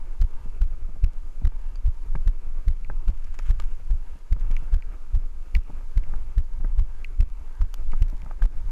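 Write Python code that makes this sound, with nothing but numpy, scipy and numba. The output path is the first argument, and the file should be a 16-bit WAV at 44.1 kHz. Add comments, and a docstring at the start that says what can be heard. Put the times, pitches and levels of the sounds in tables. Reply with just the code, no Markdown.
"""Fat-tyre bike on a snowy trail

The ride is heard from a closed camera case strapped to the rider's chest. A fast heartbeat thumps
through the strap, and the camera's stepped limiter buzzes briefly on each big swing. The body's sway
rumbles, tyres hush and crunch in the snow, twigs or a sleeve rustle, and the bike knocks and ticks."""
import sys
import numpy as np
from scipy import signal
from scipy.fft import rfft, irfft, next_fast_len
from scipy.io import wavfile
from scipy.ndimage import uniform_filter1d, map_coordinates
from numba import njit

SR = 44100
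rng = np.random.default_rng(int(sys.argv[2]) if len(sys.argv) > 2 else 0)


def wav_out(sig):
    """Save sig, one row per channel (or a flat mono array), as 16-bit PCM at SR to the path in sys.argv[1]."""
    wavfile.write(sys.argv[1], SR, np.round(np.clip(np.atleast_2d(sig).T, -1, 1) * 32767).astype(np.int16))


N = 384111
TIME = np.arange(N) / SR
LURCH_S = 0.091  # standard deviation in time of a lurch or glide

# Heartbeats. Each row: time in seconds, outward push, inward draw and recoil in dB,
# delay of the recoil in seconds, split of the recoil from 0 to 1.
BEATS = [(0.2207, -6, -9.5, -7.5, 0.022, 0.14), (0.6292, -7, -7.5, -12.5, 0.024, .65),
         (1.0431, -4.5, -9.5, -12, 0.022, 0.14), (1.4526, -6.5, -14, -6.5, 0.022, 0.72),
         (1.864, -9.5, -9.5, -13.5, 0.027, 0.77), (2.277, -5, -12.5, -6.5, 0.018, 0),
         (2.6836, -4.5, -14.5, -9.5, .026, 0.83), (3.0944, -7.5, -6.5, -26, 0.03, .25),
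         (3.5092, -3.5, -7, -11, .023, 0), (3.920, -9.5, -9, -12.5, 0.027, .7),
         (4.3272, -4.5, -10.5, -17, 0.024, 0.24), (4.7414, -5.5, -9, -10, 0.021, 0),
         (5.15, -7, -13, -12, 0.024, 0.83), (5.5642, -5, -8, -11, 0.026, 0.13),
         (5.9771, -5, -12, -8.5, 0.017, 0.3), (6.3812, -6.5, -12.5, -13, 0.024, 0.97),
         (6.7952, -5.5, -8.5, -11, 0.028, 0.97), (7.2074, -3.5, -9.5, -6.5, .021, 0.04),
         (7.6148, -6.5, -18, -14, 0.022, 0.84), (8.0251, -2, -11.5, -10.5, 0.023, 0.5),
         (8.4374, -6, -6.5, -5, .019, 0.03)]


def heart(draw_width=.0057, push_width=.0049, recoil_width=.004, second_hz=54.3, second_db=-35.5):
    """Conduction through the body: each beat draws the chest wall in and pushes it out; it recoils."""
    out = np.zeros(N)
    t = np.arange(SR // 2) / SR - .1
    lobe = lambda at, width: np.exp(-.5 * ((t - at) / width) ** 2)
    for s, push_db, draw_db, recoil_db, lag, split in BEATS:
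        push = amp(push_db) * lobe(0, push_width)
        lead = .0041 + .012 * amp(draw_db)  # a deeper draw starts earlier
        draw = amp(draw_db) * lobe(-lead, draw_width)
        early_recoil = (.47 * split - .17) * lobe(lag - .0115, .0033)
        recoil = amp(recoil_db) * lobe(lag, recoil_width) + early_recoil
        settle = amp(-18) * (lobe(lag + .018, 0.009) - 0.29 * lobe(lag + 0.1134, 0.025))
        second_s = 0.21 + rng.normal(0, 0.0068)  # the soft second heart sound
        envelope = amp(second_db + rng.normal(0, 0.54)) * lobe(second_s, 0.013)
        second = envelope * np.sin(2 * np.pi * second_hz * (t - second_s))
        add(out, s + t[0], push - draw - recoil + settle + second)
    return out


def sway(level_db=-26.5, dip_db=13, cap_db=-12.5):
    """Soft saturation: the torso rocks the case in a deep rumble, capped so its swells do not buzz."""
    # Spectrum of the rocking. 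Each row: frequency in Hz, relative level in dB.
    spectrum = [(5, -19), (11, -2.5), (17, 3.5), (25, -3), (35, -12.5), (50, -22), (70, -29), (100, -37.5),
                (150, -44.5), (250, -69.5), (500, -77), (1000, -110)]
    # Glides over smooth snow. Each row: time in seconds, change of the rumble in dB.
    glides = [(0.92, -0.5), (1.25, -2), (1.98, -5), (4.23, -9.5), (5.35, -3), (5.66, -1.5), (5.88, -2.5),
              (6.92, 2), (7.78, -4), (8.62, 3.5)]
    rumble = coloured(rng.standard_normal(N), spectrum)
    local_rms = np.sqrt(np.abs(uniform_filter1d(rumble ** 2, size=6000)) + 1e-6)
    beating = beat_swells(0, .022)  # the rumble dips briefly under each heartbeat thump
    gliding = sum(db * swell(s, LURCH_S) for s, db in glides)
    rocking_db = level_db + lurching() + gliding + 2.2 * wobble(5) - dip_db * beating
    rocking = amp(rocking_db) * unit(rumble / local_rms)
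    swing = np.abs(signal.hilbert(rocking, next_fast_len(N)))[:N] / amp(cap_db)
    return rocking / (1 + swing ** 6) ** (1 / 6)


def lurching():
    """Base excitation: the dB that ruts add to the rocking of bike and rider."""
    # Lurches through ruts. Each row: time in seconds, rise of the rumble in dB.
    lurches = [(2.151, 9.5), (2.572, 9.5), (2.972, 3), (3.601, 8.5), (4.5, 12), (6.121, 5), (6.684, 4.5),
               (7.929, 12.5), (8.23, 1), (8.39, 3.5)]
    return sum(db * swell(s, LURCH_S) for s, db in lurches)


def flutter(level_db=-28.5):
    """Transient vibration: chest wall and strap shiver in the wake of every beat."""
    # Spectrum of the shiver. Each row: frequency in Hz, relative level in dB.
    spectrum = [(25, -22), (50, -5), (74, 6), (100, -13), (160, -28), (240, -37), (500, -46.5), (1000, -82)]
    wake = beat_swells(delay=0.013, width=0.017)
    return amp(level_db) * wake * coloured(rng.standard_normal(N), spectrum)


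def frame_knocks(focus_db=6.5, focus_octaves=0.2):
    """Modal ringing: ruts knock the frame, and where a blow lands decides which modes ring most."""
    # Knocks of the frame and its bag. Each row: start in seconds, peak in dB, favoured pitch in Hz.
    knocks = [(0.615, -41, 1530), (1.452, -35, 1500), (1.519, -41, 1370), (2.1522, -27.5, 1600),
              (2.899, -27, 1630), (3.3948, -33, 1490), (3.598, -28, 1290), (4.364, -42, 1250),
              (4.512, -41, 900), (5.701, -41, 950), (5.808, -44, 1250), (6.137, -31.5, 1600),
              (6.604, -46, 1400), (6.645, -38.5, 1600), (7.614, -34, 1240), (7.932, -31.5, 1250),
              (7.935, -47, 2200), (8.261, -39, 1250), (8.31, -31, 980), (8.42, -28.5, 1600)]
    # Modes of the frame. Each row: frequency in Hz, relative level in dB, 60 dB decay time in seconds.
    frame = [(370, -4.5, 0.032), (540, -2.5, 0.011), (895, 6, 0.015), (1254, -2, 0.021),
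             (1606, -2.5, 0.019), (1990, -11, 0.017), (2410, -9, 0.012)]
    out = np.zeros(N)
    for s, db, centre_hz in knocks:
        modes = [(hz, level + focus_db * np.exp(-(np.log2(hz / centre_hz) / focus_octaves) ** 2), t60)
                 for hz, level, t60 in frame]
        add(out, s, amp(db) * blow(modes, attack=0.0006, scrape=0.091, scrape_t60=0.026))
    return out


def mount_ticks(gain_db=1.0, band_hz=(1860, 3400)):
    """Band-limited radiation: the small plastic mount rings in a narrow band over a broad contact tap."""
    # Ticks of the mount. Each row: start in seconds, level in dB.
    ticks = [(2.155, -40), (2.846, -40), (3.388, -41), (4.565, -31), (4.8224, -39), (5.55, -21.5),
             (6.0354, -41.5), (7.0447, -27.5), (7.92, -42), (8.218, -48)]
    # Modes of the mount. Each row: frequency in Hz, relative level in dB, 60 dB decay time in seconds.
    modes = [(1980, 0, 0.022), (2270, 6, 0.013), (2560, 7.5, 0.0066), (2840, 0.5, 0.0096)]
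    # Spectrum of the tap. Each row: frequency in Hz, relative level in dB.
    tap = [(600, -19), (1400, -4), (2500, 8), (3400, 0), (4600, 6), (5800, -5), (7200, -4), (10000, -16),
           (12300, -4), (15000, -30)]
    band = signal.butter(5, band_hz, 'bandpass', fs=SR, output='sos')
    out = np.zeros(N)
    for s, db in ticks:
        ring = signal.sosfilt(band, blow(modes, attack=0.00022, scrape=0.0089, scrape_t60=0.011))
        add(out, s, amp(db + gain_db) * (ring + 0.36 * burst(tap, t60=0.0068)))
    return out


def case_clicks():
    """Hard impact: a brief contact gives the case a broadband click."""
    # Clicks of the case. Each row: start in seconds, peak in dB.
    clicks = [(0.215, -33.5), (7.741, -25), (8.0997, -37)]
    # Spectrum of a click. Each row: frequency in Hz, relative level in dB.
    spectrum = [(500, -5), (1200, 3.5), (2500, 0.5), (4200, -2), (5800, -3), (8200, -6), (10500, -16),
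                (12400, 3), (13700, -17), (15500, -9)]
    return bursts(clicks, spectrum, t60=0.0082)


def harness_bumps():
    """Soft impact: the harness meets the jacket in a long contact that favours low frequencies."""
    # Bumps of the harness. Each row: start in seconds, peak in dB.
    bumps = [(0.456, -35), (0.886, -41), (0.957, -40), (1.414, -32), (2.151, -27), (2.211, -44),
             (2.895, -32), (3.091, -26), (4.154, -40), (4.361, -34.5), (4.504, -36), (4.623, -38),
             (5.695, -34), (5.729, -39), (6.064, -39), (6.132, -35), (6.599, -37), (6.644, -30),
             (7.928, -34.5), (8.125, -35), (8.231, -40), (8.26, -36)]
    # Spectrum of a bump. Each row: frequency in Hz, relative level in dB.
    spectrum = [(50, -14), (130, 12), (220, -1.5), (380, -16.5), (600, -12), (1200, -31.5), (3000, -52)]
    return bursts(bumps, spectrum, t60=0.059)


def ice_snaps(gain_db=-1):
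    """Brittle fracture: bits of ice and twig break with a thin snap."""
    # Fractures. Each row: start in seconds, level in dB.
    snaps = [(0.675, -50), (1.757, -38.5), (2.157, -46), (3.243, -42), (3.328, -49), (3.342, -37),
             (3.3895, -27.5), (3.428, -52), (3.482, -50), (3.5995, -25), (3.622, -38), (4.398, -44),
             (4.513, -36), (4.5655, -35), (6.2253, -48), (7.918, -41), (8.082, -40), (8.2183, -40.5)]
    # Spectrum of a snap. Each row: frequency in Hz, relative level in dB.
    spectrum = [(500, 7), (1500, 5), (2800, 1.5), (4400, -3), (7000, -1.5), (9000, -14), (12500, -12),
                (15500, -36)]
    return amp(gain_db) * bursts(snaps, spectrum, t60=0.0098)


def snow(hush_db=-0.76, crunch_db=-7.0, powder_db=-68.5, crumbs_db=-79.5, rut_share=0.05):
    """Granular noise: tyres press snow into a hush and crunch; powder hisses and flung crumbs patter."""
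    # Level of the tyre hush. Each row: time in seconds, level in dB.
    roll = [(0.0, -57.5), (0.24, -58.5), (0.9, -59), (1.09, -60), (1.95, -59.5), (3.13, -59), (3.3, -61.5),
            (3.54, -58.5), (4.2, -60.5), (4.6, -56), (5.2, -59), (6.1, -57.5), (6.45, -61), (6.81, -59),
            (7.42, -59.5), (8.01, -59), (8.71, -56.5)]
    # Spectrum of the hush. Each row: frequency in Hz, relative level in dB.
    tyres = [(80, -19), (160, 5), (330, 4), (500, 1.5), (750, -4), (930, -4.5), (1060, -6.5), (1230, -0.5),
             (1400, -5.5), (1580, -8), (1820, -12.5), (2050, -10.5), (2350, -10), (2900, -21), (3500, -29)]
    # Spectrum of loose snow. Each row: frequency in Hz, relative level in dB.
    powder = [(1500, 0), (3000, 4.5), (3900, 2.5), (4800, 4.5), (5600, 2.5), (6800, 5.5), (8200, 1),
              (10300, 0.5), (11200, 2), (12300, -4.5), (13200, 0), (14800, -25), (16000, -30)]
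    tyre_db = np.interp(TIME, *np.transpose(roll)) + rut_share * lurching()
    hiss_db = powder_db + 0.23 * (tyre_db - tyre_db.mean())
    load = wobble(7)  # the load on the tyres changes over the ruts
    hush = amp(hush_db + .5 * load + 2.1 * wobble(30)) * coloured(rng.standard_normal(N), tyres)
    crunch = amp(crunch_db + 2 * load) * case_resonance(grains(rate=400, spread_db=1.0))
    hiss = amp(hiss_db + 0.9 * wobble(6)) * coloured(rng.standard_normal(N), powder)
    crumbs = amp(crumbs_db + 4.4 * load) * coloured(grains(rate=45, spread_db=4), powder)
    return amp(tyre_db) * (hush + crunch) + hiss + crumbs


def rustles(rise_db=15.5, fall_db_per_s=227, case_db=-6):
    """Stick-slip friction: short scratchy rustles of twigs or a jacket sleeve ring the case."""
    # Rustles. Each row: time of the peak in seconds, rise time in seconds, level in dB.
    drags = [(1.865, .025, -77), (3.289, 0.21, -60.5), (3.345, 0.036, -67), (3.42, .06, -61),
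             (3.485, 0.1, -58), (3.635, 0.096, -59.5), (3.70, .07, -75), (3.77, .09, -66),
             (3.87, 0.063, -70), (4.41, .025, -64), (4.55, .05, -66), (7.985, 0.04, -60),
             (8.105, 0.027, -65)]
    # Spectrum of the scratch. Each row: frequency in Hz, relative level in dB.
    spectrum = [(500, -30), (1250, 17), (1850, 13.5), (2700, 11.5), (4000, -1.5), (7000, 3.5), (9500, -4),
                (12000, -5), (15000, -18)]
    envelope = np.zeros(N)
    for s, length, db in drags:
        shape_db = np.minimum(rise_db * (TIME - s) / length, fall_db_per_s * (s - TIME))
        envelope += amp(db + shape_db) * (TIME > s - length)
    scratch = amp(4.0 * wobble(90)) * coloured(grains(rate=960, spread_db=-1.5), spectrum)
    ring = amp(case_db) * case_resonance(grains(rate=1100, spread_db=2.0))
    return envelope * (scratch + ring)


def thump_crackle(level_db=-54):
    """Gated shot noise: a faint crackle gives body to the buzz on each thump."""
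    # Spectrum of the crackle. Each row: frequency in Hz, relative level in dB.
    spectrum = [(400, -16.5), (900, 2.5), (1450, -6), (2400, -2), (3500, -9.5), (7000, -11.5), (15000, -26)]
    envelope = beat_swells(delay=0.0049, width=0.0052)
    return amp(level_db) * envelope * coloured(grains(rate=400, spread_db=4.5), spectrum)


def spoke(start_s=1.756, hz=4650, level_db=-49, t60=0.038):
    """Damped free vibration: a spoke flicked by a twig gives one thin ping."""
    out = np.zeros(N)
    t = np.arange(SR // 16) / SR
    add(out, start_s, amp(level_db - 60 * t / t60) * np.sin(2 * np.pi * hz * t))
    return out


def case_resonance(x, drift_db=3.5):
    """Cavity resonance: the air in the case rings at a few pitches, each swelling and fading at random."""
    # Air modes. Each row: frequency in Hz, bandwidth in Hz, relative level in dB.
    modes = [(925, 89, 2.5), (1246, 170, -4.5), (1584, 117, -3), (2304, 200, -7), (2690, 180, -7.5)]
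    out = np.zeros(N)
    for k, (hz, width, db) in enumerate(modes):
        ring = unit(filtered(x, lambda f: 1j * f * width / (hz ** 2 - f ** 2 + 1j * f * width)))
        out += (-1) ** k * amp(db + drift_db * wobble(5)) * ring
    return unit(out)


def blow(modes, attack, scrape, scrape_t60):
    """Convolution: an impulse with a gritty scrape drives damped modes; peak 1."""
    t = np.arange(SR // 16) / SR
    ring = np.zeros(len(t))
    for k, (hz, db, t60) in enumerate(modes):
        decay = amp(db + rng.normal(0, 2.1) - 60 * t / t60)
        ring += (-1) ** k * decay * np.sin(2 * np.pi * hz * rng.normal(1, 0.013) * t)
    force = scrape * rng.standard_normal(len(t)) * amp(-60 * t / scrape_t60)
    force[0] = 1
    hit = signal.fftconvolve(ring * (1 - np.exp(-t / attack)), force)[:len(t)]
    return hit / np.abs(hit).max()


def burst(spectrum, t60):
    """Exponential decay: a dying puff of noise; peak 1."""
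    t = np.arange(SR // 16) / SR
    envelope = amp(-60 * t / t60) * (1 - np.exp(-40 * t / t60))
    puff = envelope * coloured(rng.standard_normal(len(t)), spectrum)
    return puff / np.abs(puff).max()


def bursts(events, spectrum, t60):
    """Superposition of one fresh puff for each event."""
    out = np.zeros(N)
    for s, db in events:
        add(out, s, amp(db) * burst(spectrum, t60))
    return out


def grains(rate, spread_db):
    """Shot noise: random impulses of uneven size, rate a second."""
    size = amp(spread_db * np.minimum(rng.exponential(size=N), 3))
    return unit((rng.random(N) < rate / SR) * size * rng.choice([-1, 1], N))


def swell(s, width):
    """A Gaussian bell of height 1 round time s."""
    return np.exp(-.5 * ((TIME - s) / width) ** 2)


def beat_swells(delay, width):
    """A bell delay seconds after every heartbeat."""
    return sum(swell(s + delay, width) for s, *_ in BEATS)


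def wobble(rate):
    """A smooth random curve, rate knots a second."""
    return map_coordinates(rng.standard_normal(int(N * rate / SR) + 4), [TIME * rate])


def filtered(x, response):
    """Linear filtering: the spectrum of x times a frequency response."""
    size = next_fast_len(len(x) + 8192)
    return irfft(rfft(x, size) * response(np.fft.rfftfreq(size, 1 / SR)), size)[:len(x)]


def coloured(x, spectrum):
    """x shaped by (Hz, dB) points, at rms 1."""
    f, db = np.transpose(spectrum)
    return unit(filtered(x, lambda hz: amp(np.interp(np.log(hz + 1), np.log(f + 1), db))))


def amp(db):
    """Decibels to gain."""
    return 10 ** (np.asarray(db) / 20)


def unit(x):
    """Scale to rms 1."""
    return x / np.sqrt(np.mean(x ** 2) + 1e-20)


def add(track, s, sound):
    """Mix a sound into the track at time s."""
    part = track[max(round(s * SR), 0):][:len(sound)]
    part += sound[:len(part)]


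@njit
def gain_cut(over_db, attack, release):
    """Envelope following: the cut in dB climbs towards the overshoot, then decays (times in samples)."""
    cut, now = np.zeros(len(over_db)), 0.
    for i in range(len(over_db)):
        if over_db[i] > now:
            now += (over_db[i] - now) / attack
        else:
            now -= now / release
        cut[i] = now
    return cut


def limiter(x, ceiling_db=-12.0, attack_s=.00206, release_s=.06, lag_s=.00154, step_db=0.5349):
    """Gain quantisation: coarse steps cut a short sawtooth buzz into every big thump."""
    delayed = np.interp(TIME - lag_s, TIME, x)
    over_db = 20 * np.log10(np.abs(delayed) + 1e-9) - ceiling_db
    cut_db = gain_cut(over_db, attack_s * SR, release_s * SR)
    return x * amp(-step_db * np.round(cut_db / step_db))


def scene():
    """Superposition: everything reaches one microphone inside the case."""
    rider = heart() + flutter() + thump_crackle() + sway()
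    trail = snow() + rustles() + spoke()
    rattles = frame_knocks() + mount_ticks() + case_clicks() + harness_bumps() + ice_snaps()
    return (rider + trail + rattles)[None]


def record(dry, top_hz=15400):
    """Limiting and low-pass filtering: the camera curbs the thumps and softens the top octave."""
    # The camera's response. Each row: frequency in Hz, gain in dB.
    treble = [(3000, 0.5), (9000, -2.5), (12000, -2.5), (15000, -6)]
    response = lambda hz: amp(np.interp(hz, *np.transpose(treble))) * (hz < top_hz)
    return np.array([filtered(limiter(channel), response) for channel in dry])


dry = scene()
out = record(dry)
wav_out(out)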